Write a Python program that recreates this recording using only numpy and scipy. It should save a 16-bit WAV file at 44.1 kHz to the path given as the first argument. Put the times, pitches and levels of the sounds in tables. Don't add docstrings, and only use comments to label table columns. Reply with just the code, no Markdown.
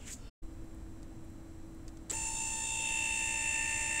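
import sys
import numpy as np
from scipy import signal
from scipy.fft import rfft, irfft
from scipy.io import wavfile

SR = 44100
rng = np.random.default_rng(int(sys.argv[2]) if len(sys.argv) > 2 else 0)


def unload_audio(sound):
    columns = np.transpose(np.atleast_2d(sound))
    steps = np.round(np.clip(columns, -1, 1) * 32767)
    wavfile.write(sys.argv[1], SR, steps.astype(np.int16))


N = 176400
T = np.arange(N) / SR
START_S, STEP_HZ, STEPS_PER_TURN = 2.112, 896.18, 15
DROPOUT_START_S, DROPOUT_END_S = .2986, .4192


def from_db(db):
    return 10 ** (np.asarray(db) / 20)

def curve(rows):
    return np.interp(T, *np.transpose(rows))

def rms_one(x):
    return x / np.sqrt(np.mean(x ** 2) + 1e-20)

def colour(x, points):
    hz, db = np.transpose(points)
    bins = np.maximum(np.arange(N // 2 + 1) * SR / N, 1)
    gain = from_db(np.interp(np.log(bins), np.log(hz), db))
    gain /= np.sqrt(1 + (hz[0] / 2 / bins) ** 4)
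    return irfft(rfft(x) * rms_one(gain), N)

def noise(points):
    return colour(rng.standard_normal(N), points)

def drift(hz):
    bins = np.arange(N // 2 + 1) * SR / N
    return rms_one(irfft(rfft(rng.standard_normal(N)) / (1 + (bins / hz) ** 2), N))

def resonance(hz, width_hz):
    angle = 2 * np.pi * np.cumsum(hz * np.ones(N)) / SR
    return drift(width_hz) * np.cos(angle) + drift(width_hz) * np.sin(angle)

def bursts(rows, points, decay_s):
    envelope = sum(from_db(db) * (T >= s) * np.exp(-np.abs(T - s) / decay_s) for s, db in rows)
    return colour(envelope * rng.standard_normal(N), points)


# f/Hz, level/dB
RUMBLE_COLOUR = [(20, 1.5), (33, -6.5), (48, -3.5), (70, -8.5), (92, -5.5), (150, -17.5), (280, -14.5),
                 (335, -20.5), (365, -25.5), (520, -25.5), (700, -29.5), (1100, -34), (2000, -40),
                 (3400, -48.5), (4800, -51), (6000, -44.5), (6700, -49.5), (7600, -39.5), (8600, -47),
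                 (10000, -54), (16000, -64)]
HISS_COLOUR = [(3000, 1.5), (9000, -4), (12000, -5), (15500, -3.5)]
BUMP_COLOUR = [(15, -5), (35, -10), (70, -27), (200, -50.5), (1000, -80)]
# f/Hz, level/dB
HUM_TONES = [(325, -55.5), (4021, -83), (7537, -82), (10900, -92)]

def room():
    hum = np.sqrt(2) * sum(from_db(db) * np.sin(2 * np.pi * (hz * T + rng.random())) for hz, db in HUM_TONES)
    sag_db = -4 * np.clip((T - START_S) / .4, 0, 1)
    hum *= (T > DROPOUT_END_S) * from_db(sag_db)
    bump = bursts([(.425, -36)], BUMP_COLOUR, decay_s=.09)
    return from_db(-46.5) * noise(RUMBLE_COLOUR) + from_db(-75) * noise(HISS_COLOUR) + hum + bump


# t/s, level/dB, kind (0 full, 1 thin)
TICKS = [(.643, -65, 1), (.7468, -60, 1), (1.0297, -53.5, 0), (1.2466, -62, 1), (1.30, -64, 1),
         (1.7475, -60.5, 1), (1.8805, -47, 0), (1.889, -57, 0), (1.9715, -54.5, 0)]
# f/Hz, level/dB
FULL_TICK_COLOUR = [(500, -16), (2500, -7), (4200, -7), (5500, -5), (7500, -0.5), (9500, -13), (15000, -27)]
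THIN_TICK_COLOUR = [(3000, -25), (6500, -10), (8500, 4), (11000, -3), (15500, -7)]

def ticks():
    full = bursts([(s, db) for s, db, kind in TICKS if kind == 0], FULL_TICK_COLOUR, decay_s=.0032)
    thin = bursts([(s, db) for s, db, kind in TICKS if kind == 1], THIN_TICK_COLOUR, decay_s=.0032)
    return full + thin


# t/s, level/dB
BRUSH_LEVEL = [(0, -64), (.05, -61), (.08, -47), (.097, -50.5), (.11, -45), (.122, -46.5), (.13, -40.5),
               (.134, -41), (.145, -48.5), (.162, -59.5), (.22, -70), (.29, -78)]
SCRAPE_LEVEL = [(0, -65.5), (.05, -61), (.085, -51.5), (.115, -57), (.14, -68.5), (.18, -75)]
RUB_LEVEL = [(.16, -78), (.21, -69), (.235, -65), (.29, -63.5)]
# f/Hz, level/dB
BRUSH_COLOUR = [(800, -31), (2300, -12.5), (3800, -7), (5500, -3), (7300, 9.5), (8100, 5), (9500, -7),
                (12000, -14), (16000, -16)]
# f/Hz, width/Hz, level/dB (added to RUB_LEVEL)
RUB_RINGS = [(1327, 68, -5), (2730, 120, -6.5), (3080, 110, -8.5), (3580, 80, -8.5), (4500, 250, -6),
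             (5300, 130, -5.5)]

def hand():
    grain_db = -drift(300)
    brush = from_db(curve(BRUSH_LEVEL) + grain_db) * noise(BRUSH_COLOUR)
    scrape_hz = 2776 - 5500 * np.minimum(T, SCRAPE_LEVEL[-1][0])
    scrape = from_db(curve(SCRAPE_LEVEL)) * resonance(scrape_hz, width_hz=870)
    rub = from_db(curve(RUB_LEVEL)) * sum(from_db(db) * resonance(hz, width) for hz, width, db in RUB_RINGS)
    return (brush + scrape + rub) * (T < DROPOUT_START_S)


def gear_turns(run_up):
    wander, jitter = .00015 * drift(2.05), .0012 * drift(86)
    speed = .7 + .3 * run_up + wander + jitter
    return np.cumsum(speed * (T > START_S)) * STEP_HZ / STEPS_PER_TURN / SR

def contact_force(turns):
    turn_db = -3.5 * np.cos(2 * np.pi * (turns - .5))
    step_db = np.cos(2 * np.pi * STEPS_PER_TURN * turns)
    return from_db(turn_db + step_db)

def rough_surface(turns, size=720):
    surface = irfft(np.exp(2j * np.pi * rng.random(size // 2)), size * 16)
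    positions = np.arange(len(surface)) / len(surface)
    return rms_one(np.interp(turns % 1, positions, surface))

def gear_tones(turns, counts, levels_db):
    return np.sqrt(2) * sum(from_db(db) * np.sin(2 * np.pi * (count * turns + rng.random()))
                            for count, db in zip(counts, levels_db))


# t/s, level/dB
CLICKS = [(2.0960, -43), (2.0977, -30.5), (2.1000, -34), (2.1028, -37), (2.1055, -31.5), (2.1085, -34),
          (2.1113, -28.5), (2.1198, -34), (2.1243, -39), (2.1295, -42), (2.4755, -35), (2.4805, -39)]
# f/Hz, level/dB
CLICK_COLOUR = [(200, -24), (600, -16), (1300, -16), (2600, -17), (3800, -8.5), (5000, -15), (6600, -11),
                (7800, 7), (8800, -10), (10000, -14), (12000, -38), (16000, -27)]
THUD_COLOUR = [(100, -22), (300, -1), (550, 1), (1000, -10), (2000, -5), (4000, -17)]

def rattle():
    clicks = bursts(CLICKS, CLICK_COLOUR, decay_s=.0019)
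    thud = bursts([(2.113, -42.5)], THUD_COLOUR, decay_s=.025)
    return clicks + thud


# t/s, level/dB (before a small boost)
RASP_LEVEL = [(2.15, -63), (2.348, -81), (2.822, -61), (2.838, -56), (3.23, -52.5), (3.98, -49.5)]
# f/Hz, level/dB
RASP_COLOUR = [(900, -42), (1450, -28), (1700, -0.5), (2000, -4), (2300, 1.5), (2650, 7.5), (2950, -3),
               (3200, -9), (3800, -11), (4500, -46)]
RIPPLE_PER_TURN = [10, 20, 35, 40]
RIPPLE_DB = [-60, -69, -58, -59]

def paper_rasp(turns):
    level_db = curve(RASP_LEVEL)
    boost_db, repeat_share = 1.5, .38
    rub = np.sqrt(repeat_share) * rough_surface(turns) + np.sqrt(1 - repeat_share) * rng.standard_normal(N)
    rasp = from_db(level_db + boost_db) * colour(rub * contact_force(turns), RASP_COLOUR)
    ripple = gear_tones(turns, RIPPLE_PER_TURN, RIPPLE_DB) * from_db(level_db - level_db.max())
    return rasp + ripple

def paper_ring(turns):
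    hz = 3900 - 1000 * np.maximum(T - START_S, 0)
    level_db = -53.5 + 19 * np.minimum(T - 2.92, 0)
    return from_db(level_db) * resonance(hz, width_hz=320) * contact_force(turns)


# f/Hz, level/dB
BUZZ_COLOUR = [(300, -32), (1000, -33), (1300, -41), (2600, -46), (3300, -4), (4100, -13), (5000, -33),
               (6000, -3.5), (6900, 1), (7750, 11.5), (8600, 8), (9200, -6), (9700, -3), (10400, -17),
               (12000, -22), (14100, -30), (14600, -28), (15050, -28), (15500, -17)]
FRICTION_COLOUR = [(300, -18), (520, -4), (900, -14.5), (1400, -15.5), (2700, -6), (4200, -14), (5100, -10),
                   (6600, -3.5), (7400, 3), (8100, 1), (8800, -3), (9700, -10.5), (11000, -19),
                   (13500, -24), (15600, -15.5)]
TOOTH_TONES_PER_TURN = [130, 134, 160, 162, 181, 210, 220, 242, 243, 258, 259]
TOOTH_TONES_DB = [-56, -66.5, -62.5, -67, -71, -81, -82, -78, -80, -74, -82]

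def gears(turns):
    force = contact_force(turns)
    buzz = from_db(-56.5) * colour(rough_surface(turns) * force, BUZZ_COLOUR)
    tones = gear_tones(turns, TOOTH_TONES_PER_TURN, TOOTH_TONES_DB)
    friction = from_db(-48) * colour(rng.standard_normal(N) * force, FRICTION_COLOUR)
    return buzz + tones + friction


# harmonic number, shift of the throb/turns,
# then level/dB of side tones -2 and -1, the harmonic itself, and side tones +1, +2 and +3
WHINE_TONES = [(1, 0.42, -86, -63.5, -48.5, -67.5, -72, -100), (2, 0.65, -92, -91, -49, -60, -64, -86),
               (3, .52, -62, -46.7, -39.3, -45.6, -51, -61), (4, 0.43, -68, -98.5, -56.5, -57.5, -67, -71),
               (5, 0.4, -79, -67, -71.5, -63, -70.5, -72), (6, 0.66, -93, -82, -68, -59.5, -67.5, -82),
               (7, 0.62, -82, -62, -61.5, -53.5, -59, -82), (8, .3, -57, -46, -54, -43, -56, -67),
               (9, 0.54, -57, -78, -53.5, -50.5, -52, -57), (10, 0.61, -68, -58.5, -72, -60, -61.5, -69),
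               (11, 0.16, -60, -67, -68, -78, -70, -69)]
PAPER_SWELL = {2: [(2.14, -57), (2.386, -67.5), (2.626, -54), (2.688, -66), (2.872, -64), (2.898, -55),
               (3.394, -50.5), (3.656, -42.5), (3.896, -46.5), (3.98, -42)], 3: [(2.14, -52),
               (2.272, -45.5), (2.324, -54.5), (2.416, -45), (2.58, -47), (2.878, -38), (3.112, -36),
               (3.4, -38.5), (3.564, -36.5), (3.83, -40.5), (3.98, -38)], 4: [(2.14, -65), (2.334, -62),
               (2.36, -56), (2.452, -63), (2.718, -49), (3.206, -51.5), (3.8, -57), (3.98, -54.5)]}

def motor_whine(turns):
    skew_rad = .49
    full_s = 2.9
    whine = 0
    for harmonic, shift, *levels in WHINE_TONES:
        throb = sum(from_db(db) * np.exp(1j * (2 * np.pi * side * (turns - shift) + skew_rad * side ** 2))
                    for side, db in enumerate(levels, -2))
        tone = np.real(throb * np.exp(2j * np.pi * (harmonic * STEPS_PER_TURN * turns + rng.random())))
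        swell_db = curve(PAPER_SWELL[harmonic]) if harmonic in PAPER_SWELL else np.zeros(N)
        swell_db -= swell_db[T > full_s].mean()
        waver_db = 1.03 * drift(18)
        whine += np.sqrt(2) * tone * from_db(swell_db + waver_db)
    return whine

def printer():
    run_up = np.clip((T - START_S) / .022, 0, 1)
    turns = gear_turns(run_up)
    running = motor_whine(turns) + gears(turns) + paper_rasp(turns) + paper_ring(turns)
    return rattle() + run_up ** 2 * running

def scene():
    return (room() + ticks() + hand() + printer())[None]

def record(dry):
    fade_s, cutoff_hz = .015, 15700
    audible = np.clip(np.maximum(DROPOUT_START_S - T, T - DROPOUT_END_S) / fade_s, 0, 1)
    low_pass = signal.ellip(10, .1, 60, cutoff_hz, fs=SR, output="sos")
    return signal.sosfiltfilt(low_pass, dry * audible)


dry = scene()
out = record(dry)
unload_audio(out)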